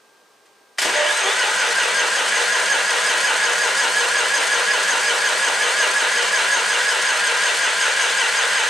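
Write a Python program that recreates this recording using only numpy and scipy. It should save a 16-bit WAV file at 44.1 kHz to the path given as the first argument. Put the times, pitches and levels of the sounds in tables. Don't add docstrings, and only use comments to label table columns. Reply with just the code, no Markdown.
import sys
import numpy as np
from scipy import signal
from scipy.fft import rfft, irfft, next_fast_len
from scipy.io import wavfile
from scipy.ndimage import uniform_filter1d, minimum_filter1d, map_coordinates

SR = 44100
rng = np.random.default_rng(int(sys.argv[2]) if len(sys.argv) > 2 else 0)


def dump(signal):
    limited = np.clip(np.atleast_2d(signal).T, -1, 1)
    pcm = np.round(limited * 32767).astype(np.int16)
    wavfile.write(sys.argv[1], SR, pcm)


N = 383229
START = .783


def amp(db):
    return 10 ** (np.asarray(db) / 20)


def unit(x):
    return x / np.sqrt(np.mean(x ** 2) + 1e-20)


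def clock():
    return np.arange(N) / SR


def along(points, hz):
    f, v = np.transpose(points)
    return np.interp(np.log(hz + 1), np.log(f + 1), v)


def curves(rows, at):
    positions, *columns = np.transpose(rows)
    return [np.interp(at, positions, column) for column in columns]


def wobble(rate):
    knots = rng.standard_normal(int(N * rate / SR) + 4)
    return map_coordinates(knots, [np.arange(N) * rate / SR])


def coloured(x, level):
    size = 2 * next_fast_len(N // 2 + SR // 4)
    cepstrum = irfft(np.log(amp(level(np.fft.rfftfreq(size, 1 / SR)))))
    cepstrum[1:size // 2] *= 2
    cepstrum[size // 2 + 1:] = 0
    return irfft(rfft(x, size) * np.exp(rfft(cepstrum)))[..., :N]


def noise(spectrum):
    return unit(coloured(rng.standard_normal(N), lambda hz: along(spectrum, hz)))


def ringing(x, modes):
    def response(f):
        total = 0
        for k, (centre, width, db) in enumerate(modes):
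            damping = 1j * f * width
            total = total + (-1) ** k * amp(db) * damping / (centre * centre - f * f + damping)
        return total
    return unit(coloured(x, lambda hz: 20 * np.log10(abs(response(hz)) + 1e-6)))


def swing(stroke, at):
    return np.cos(2 * np.pi * (stroke - at))


def burst(stroke, at, width, rest_db):
    away = (stroke - at + .5) % 1 - .5
    return rest_db * (1 - np.exp(-(away / width) ** 4))


def swell(s, half):
    return np.exp(-((clock() - s) / half) ** 4)


def rough_tone(cycles, rough, wander):
    phase = 2 * np.pi * cycles + wander * wobble(170)
    return np.sin(phase) * (1 + rough * wobble(220))


# frequency in Hz, relative density in dB per Hz.
ROOM_NOISE = [(18, -61), (30, -38), (148, -15.5), (369, -4.5), (399, 1), (673, -4.5), (1230, -3.5),
              (1360, -8), (1550, -8), (1680, -9), (6050, -14), (12900, -25.5), (15500, -27)]
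# frequency in Hz, mean level in dB.
HUM_TONES = [(398.4, -76), (796.7, -72), (1593, -64), (8522, -73)]


def ambience():
    hum = np.zeros(N)
    for hz, db in HUM_TONES:
        phase = 2 * np.pi * hz * clock() + .2 * wobble(7)
        hum += amp(db + wobble(7.6)) * np.sqrt(2) * np.sin(phase)
    separate = np.array([noise(ROOM_NOISE), noise(ROOM_NOISE)])
    return amp(-57.0) * noise(ROOM_NOISE) + hum + amp(-61.0) * separate


# frequency in Hz, t60 in seconds.
ROOM_DECAY = [(200, 0.79), (1500, 0.56), (5000, 0.13), (12000, 0.3)]
# frequency in Hz, relative side level in dB.
ECHO_WIDTH = [(60, -19), (250, -7), (500, -5), (2000, -3), (8000, 0), (12000, -22)]


def workshop(x, wet_db, side_db):
    hz, t, z = signal.stft(rng.standard_normal((2, SR // 2)), SR, nperseg=256)
    fade = amp(-60 * t / along(ROOM_DECAY, hz)[:, None])
    tails = signal.istft(z * fade, SR, nperseg=256)[1]
    tails = tails / np.linalg.norm(tails[0])
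    delayed = np.pad(x, (SR // 300, 0))[None]
    mid, side = signal.fftconvolve(delayed, tails, axes=1)[:, :N]
    side = amp(side_db) * coloured(side, lambda f: along(ECHO_WIDTH, f))
    return x + amp(wet_db) * mid + np.array([side, -side])


# time in seconds, compression strokes per second.
CRANK_PACE = [(.78, 1), (.86, 2.48), (1.04, 3.72), (1.16, 4.6), (1.4, 5.04), (2.3, 5.48), (4.2, 5.507),
              (6.7, 5.512), (7.3, 5.4), (8.69, 5.35)]
# time in seconds, tooth rate in Hz.
LABOURED_RUN_UP = [(.78, 60), (.85, 215), (.94, 293), (1.0, 299), (1.045, 293), (1.08, 355), (1.12, 432),
                   (1.195, 465), (1.24, 382), (1.26, 380), (1.3, 412), (1.34, 465)]
STROKE_SURGE = [(0, .878), (.12, .935), (.2, .988), (.4, 1.052), (.6, 1.098), (.75, 1.04), (.85, .955),
                (.93, .878), (1, .878)]
FIRST_TOP_S = 1.042
TEETH_PER_STROKE, STROKES_PER_TURN = 91.4, 3


def crank():
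    t = clock()
    pace, = curves(CRANK_PACE, t)
    strokes = np.cumsum(pace) / SR
    stroke = (strokes - np.interp(FIRST_TOP_S, t, strokes)) % 1
    surge, = curves(STROKE_SURGE, stroke)
    run_up_hz, = curves(LABOURED_RUN_UP, t)
    tooth_hz = np.where(t < LABOURED_RUN_UP[-1][0], run_up_hz, TEETH_PER_STROKE * pace * surge)
    return stroke, pace, uniform_filter1d(tooth_hz, size=300) * (1 + .004 * wobble(30))


# time in seconds, relative level in dB.
BASS_COURSE = [(1.1, -5.5), (2.2, -3.6), (5.8, -3), (7.1, -7), (8.69, -9)]


def bass_level():
    return curves(BASS_COURSE, clock())[0]


# share of the stroke, relative flow in dB.
INTAKE_FLOW = [(0, -20), (.15, -11), (.3, -10), (.45, 0), (.65, -8), (.8, -22), (1, -20)]
# frequency in Hz, width in Hz, relative level in dB.
AIR_BOX_MODES = [(94, 31, -6), (233, 24, -2)]
# frequency in Hz, relative density in dB per Hz.
BLOCK_NOISE = [(20, -3), (50, -6), (100, 1), (170, -8), (300, -23), (800, -80)]
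LOAD_AT, LOAD_DB = 0.91, 1.06
HEAVE_DB = 8.5
HOOT_CYCLES, HOOT_RISE = 37.3, .45
INTAKE_AT = .51
HOOT_DB, GULP_DB, ROCK_DB = -47.5, -55.5, -67


def engine(stroke, pace):
    flow_db, = curves(INTAKE_FLOW, stroke)
    turning = np.clip((clock() - START) / 0.65, 0, 1)
    air = noise([(40, -20), (90, 4.0), (240, 15.5), (400, -26), (1000, -85)])
    gulps = ringing(amp(0.28 * flow_db + 4.5 * swing(stroke, 0.61)) * air, AIR_BOX_MODES)
    hoot_hz = HOOT_CYCLES * pace * (1 + HOOT_RISE * (stroke - INTAKE_AT))
    hoot_phase = 2 * np.pi * np.cumsum(hoot_hz) / SR + .3 * wobble(70)
    hoot = amp(flow_db + wobble(12)) * np.sin(hoot_phase)
    rocking = amp(HEAVE_DB * swing(stroke, LOAD_AT)) * noise(BLOCK_NOISE)
    low = amp(bass_level()) * (amp(GULP_DB) * gulps + amp(ROCK_DB) * rocking)
    return turning * (amp(HOOT_DB) * turning ** 2 * hoot + low)


# frequency in Hz, width in Hz, lift in dB.
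HOUSING_MODES = [(298, 16, -1.5), (365.6, 7.7, 4.5), (477, 16, 5), (510, 16, 3.5), (560, 12, 4),
                 (598.7, 30, 6.5), (685, 30, 2.5), (907.4, 27.6, 6), (996, 33, 5), (1292, 17, -3),
                 (1470, 22, 3.5), (1594, 47, 2.5), (1670, 14, 4.5), (1820, 53, 1.5), (1914, 72, 6),
                 (2003, 29, 2.5), (2300, 77, 3.5), (2750, 80, 2.5), (3035, 107, 4.5), (3260, 60, 4),
                 (3474, 61, 6), (3710, 85, 2), (4300, 110, 3), (4970, 82, 6), (6230, 340, 1),
                 (7660, 190, 2.5), (8200, 200, 3.5)]


def housing(hz):
    return sum(db / (1 + (2 * (hz - c) / w) ** 2) for c, w, db in HOUSING_MODES)


# start in seconds, clash level in dB, thud level in dB, t60 in seconds.
ENGAGE_STROKES = [(.455, -51, -70, .1), (.775, -40, -60, .1), (.783, -17.5, -50, .2),
                  (.816, -19.5, -45, .2), (.845, -28, -28, .3), (.89, -33, -33, .25)]
# frequency in Hz, relative density in dB per Hz.
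CLASH_NOISE = [(100, -37), (400, -8), (900, -2), (1800, 5), (3000, -1), (5000, -1), (9000, -5),
               (11000, -14), (15500, -30)]
# frequency in Hz, relative density in dB per Hz.
THUD_NOISE = [(30, -40), (85, -7), (200, 2), (330, 5.5), (600, 10.5), (1000, 8), (3000, -51)]


def engagement():
    clash, thud = np.zeros(N), np.zeros(N)
    for s, clash_db, thud_db, t60 in ENGAGE_STROKES:
        age = np.maximum(clock() - s, 0)
        decay = (1 - np.exp(-age / 0.0018)) * amp(-60 * age / t60)
        clash += amp(clash_db) * decay
        thud += amp(thud_db) * decay
    return coloured(clash * noise(CLASH_NOISE) + thud * noise(THUD_NOISE), housing)


def inrush():
    inrush_s = 0.39
    return np.exp(-(np.maximum(clock() - START, 0) / inrush_s) ** 2)


def impacts(teeth, scatter_db, scrape):
    count = int(teeth[-1])
    at = np.searchsorted(teeth, np.arange(count) + rng.random(count))
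    sizes = amp(scatter_db * np.clip(rng.standard_normal(count), -2, 2)) * rng.choice([-1, 1], count)
    blows = unit(np.bincount(at, sizes, N)[:N])
    return unit(blows + scrape * rng.standard_normal(N))


def pinion_beat(teeth, runout):
    pinion_teeth = 11
    return 1 + runout * np.sin(2 * np.pi * teeth / pinion_teeth)


# share of the stroke, half length as a share, frequency in Hz, level in dB.
PINION_CHIRPS = [(.582, .024, 8300, -27), (.62, .05, 6500, -29.5), (.645, .065, 4980, -29),
                 (.705, .022, 8430, -32), (.74, .05, 6470, -26)]
# centre in seconds, half length in seconds, frequency in Hz, level in dB.
RUN_UP_RINGS = [(.826, .012, 12700, -33), (.98, .055, 1660, -27), (1.1, .028, 1660, -21),
                (1.19, .04, 8330, -33.5), (1.245, .02, 6470, -27)]
PING_FALL, PING_FALL_AT = .15, .66


def pings(stroke, pace, rough, wander):
    falling_time = np.cumsum(1 - PING_FALL * (stroke - PING_FALL_AT)) / SR
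    chirps, rings = np.zeros(N), np.zeros(N)
    for at, half, hz, db in PINION_CHIRPS:
        level = amp(db + burst(stroke, at, half, -40) + 1.5 * wobble(8))
        chirps += level * rough_tone(hz * falling_time, rough, wander)
    for s, half, hz, db in RUN_UP_RINGS:
        rings += amp(db) * swell(s, half) * rough_tone(hz * clock(), rough, wander / 2)
    return chirps * (pace / pace.max()) ** 2 + rings


def rasp(stroke, teeth, rough, wander):
    order, at, half, db = 6.1, .87, .24, -32.5
    return amp(db + burst(stroke, at, half, -32)) * rough_tone(order * teeth, rough, wander)


# frequency in Hz, relative density in dB per Hz.
GRIND_SPECTRUM = [(200, -57.5), (500, -15), (850, -5), (1200, -4.5), (1550, 2), (2200, 0), (3000, -2),
                  (4000, -7), (5600, -13), (9000, -13), (11500, -38), (15500, -54)]
# centre in seconds, half length in seconds, multiple of the tooth rate, level in dB.
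GROAN_TONES = [(.875, .028, 3.9, -31), (1.0, .058, 2, -24.5), (1.075, .035, 2, -34), (1.0, .05, 3, -35),
               (.99, .035, 6.2, -36), (1.085, .045, 8.7, -28.5), (1.17, .05, 8.9, -32),
               (1.28, .045, 1, -29.5), (1.275, .035, 2, -30.5), (1.29, .045, 8.4, -30), (1.48, .03, 2, -33),
               (1.67, .035, 2, -35)]
BUZZ_DB = -9


def groans(teeth, rough, wander):
    blows = np.diff(np.floor(teeth + .3), prepend=0) * (1 + .4 * wobble(200))
    buzz = amp(BUZZ_DB) * unit(coloured(blows, lambda hz: along(GRIND_SPECTRUM, hz)))
    total = np.zeros(N)
    for s, half, order, db in GROAN_TONES:
        tone = rough_tone(order * teeth, rough, wander * order)
        total += amp(db) * swell(s, half) * (tone + buzz)
    return total


# frequency in Hz, relative density in dB per Hz.
GROWL_SPECTRUM = [(30, -54), (150, -24), (290, -10.5), (440, 4), (600, 4), (750, 2.5), (1000, 1.5),
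                  (1400, 2), (2500, -30)]
GROWL_AT, GROWL_SWING_DB = .99, 5
CLUNK_AT, CLUNK_WIDTH, CLUNK_DB = .66, .06, -4


def growl(stroke, teeth, scatter_db, runout):
    per_turn = round(STROKES_PER_TURN * TEETH_PER_STROKE)
    late = rng.random(per_turn)
    sizes = amp(scatter_db * np.clip(rng.standard_normal(per_turn), -2, 2)) * rng.choice([-1, 1], per_turn)
    tooth = np.arange(int(teeth[-1]))
    at = np.searchsorted(teeth, tooth + late[tooth % per_turn])
    blows = unit(np.bincount(at, sizes[tooth % per_turn], N)[:N])
    knocks = (blows + .4 * rng.standard_normal(N)) * pinion_beat(teeth, runout)
    knocks = unit(coloured(knocks, lambda hz: along(GROWL_SPECTRUM, hz)))
    compression = amp(GROWL_SWING_DB * swing(stroke, GROWL_AT))
    clunk = amp(CLUNK_DB + burst(stroke, CLUNK_AT, CLUNK_WIDTH, -16))
    return knocks * (compression + clunk)


# multiple of the tooth rate, relative level in dB, swell in +- dB over a stroke,
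# share of the stroke where the swell term is highest (a negative swell is softest there).
GEAR_TONES = [(1, -45, 2, 0.022), (2, -36.5, 2.5, 0.83), (2.72, -39, 7, 0.32), (3.5, -37.5, 6.5, 0.12),
              (4, -39.5, -0.5, .9), (6.14, -42.5, 9, 0.91), (8.3, -41, 2, 0.12), (8.85, -37.5, 1, 0.062)]


def whine(stroke, teeth, rough, wander, runout):
    radiating_hz = 370
    tones = np.zeros(N)
    for order, db, swell_db, at in GEAR_TONES:
        level = amp(db + swell_db * swing(stroke, at))
        tones += level * rough_tone(order * teeth, rough, wander * np.sqrt(order))
    tones = signal.sosfilt(signal.butter(6, radiating_hz, "highpass", fs=SR, output="sos"), tones)
    return tones * pinion_beat(teeth, runout)


def main_whine(stroke, teeth, rough, wander):
    multiple, sing_at, sing_db, runout = 3.07, .64, 4.5, .2
    up_to_speed = np.clip((clock() - START) / .75, 0, 1)
    tone = rough_tone(multiple * teeth, rough, wander) * pinion_beat(teeth, runout)
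    return up_to_speed * amp(sing_db * swing(stroke, sing_at)) * tone


# frequency in Hz, relative density in dB per Hz.
BRUSH_NOISE = [(1000, -27.5), (3500, -2), (5500, 2), (8500, 1), (9500, 0), (10500, -9.5), (12500, -18),
               (15500, -34)]
# frequency in Hz, width in Hz, relative level in dB.
PINION_MODES = [(1710, 112, -7.5), (5020, 120, -9), (6000, 75, -2), (6495, 157, -1), (8320, 90, -4.5)]
GRIND_DB, GROWL_DB, BRUSH_DB, WHINE_DB, SONG_DB, RATTLE_DB = -26, -32.5, -31.5, 0.5, -27.3, -35
RATTLE_AT, RATTLE_WIDTH, RATTLE_REST_DB = 0.78, 0.16, -5
BRUSH_GROWS_DB = 9
BRUSH_DIP, BRUSH_DIP_INRUSH = 1.0, 3.2


def starter(stroke, pace, tooth_hz):
    teeth = np.cumsum(tooth_hz) / SR
    speed = pace / pace.max()
    load_db = LOAD_DB * swing(stroke, LOAD_AT)
    bass_db = bass_level()
    running = np.clip((clock() - START) / 0.098, 0, 1)

    blows = impacts(teeth, scatter_db=3, scrape=1.7)
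    grind_db = GRIND_DB + load_db - 0.19 * bass_db + 0.72 * wobble(40)
    grind = amp(grind_db) * unit(coloured(blows, lambda hz: along(GRIND_SPECTRUM, hz)))
    knocking = amp(GROWL_DB + .7 * bass_db) * growl(stroke, teeth, scatter_db=3.5, runout=.22)
    spin_db = BRUSH_GROWS_DB * (speed - 1) - (BRUSH_DIP + BRUSH_DIP_INRUSH * inrush()) * load_db
    brushes = noise(BRUSH_NOISE) * amp(BRUSH_DB + spin_db + 2.18 * wobble(120))
    tones = amp(WHINE_DB) * speed * whine(stroke, teeth, rough=.45, wander=.3, runout=.2)
    song = amp(SONG_DB) * main_whine(stroke, teeth, rough=.38, wander=.36)
    strain = groans(teeth, rough=.25, wander=.05) + rasp(stroke, teeth, rough=.7, wander=1.9)
    body = coloured(running * (grind + knocking + tones + song + brushes + strain), housing)

    rattle_db = burst(stroke, RATTLE_AT, RATTLE_WIDTH, RATTLE_REST_DB) + 1.2 * wobble(25)
    backlash = impacts(teeth, scatter_db=2.5, scrape=1.2) * amp(rattle_db)
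    rattle = amp(RATTLE_DB) * ringing(running * backlash, PINION_MODES)
    return body + rattle + running * pings(stroke, pace, rough=.55, wander=1.6)


def scene():
    stroke, pace, tooth_hz = crank()
    tractor = starter(stroke, pace, tooth_hz) + engine(stroke, pace) + engagement()
    left_right_db = [[.28], [-.28]]
    return workshop(tractor, wet_db=-8.0, side_db=-8.0) * amp(left_right_db) + ambience()


def record(dry):
    ceiling, top_hz = .47, 15500
    needed = np.minimum(1, ceiling / (np.abs(dry).max(axis=0) + 1e-9))
    held = dry * uniform_filter1d(minimum_filter1d(needed, size=300), size=300)
    size = next_fast_len(N + SR // 4)
    passband = np.fft.rfftfreq(size, 1 / SR) < top_hz
    return irfft(rfft(held, size) * passband, size)[:, :N]


dry = scene()
out = record(dry)
dump(out)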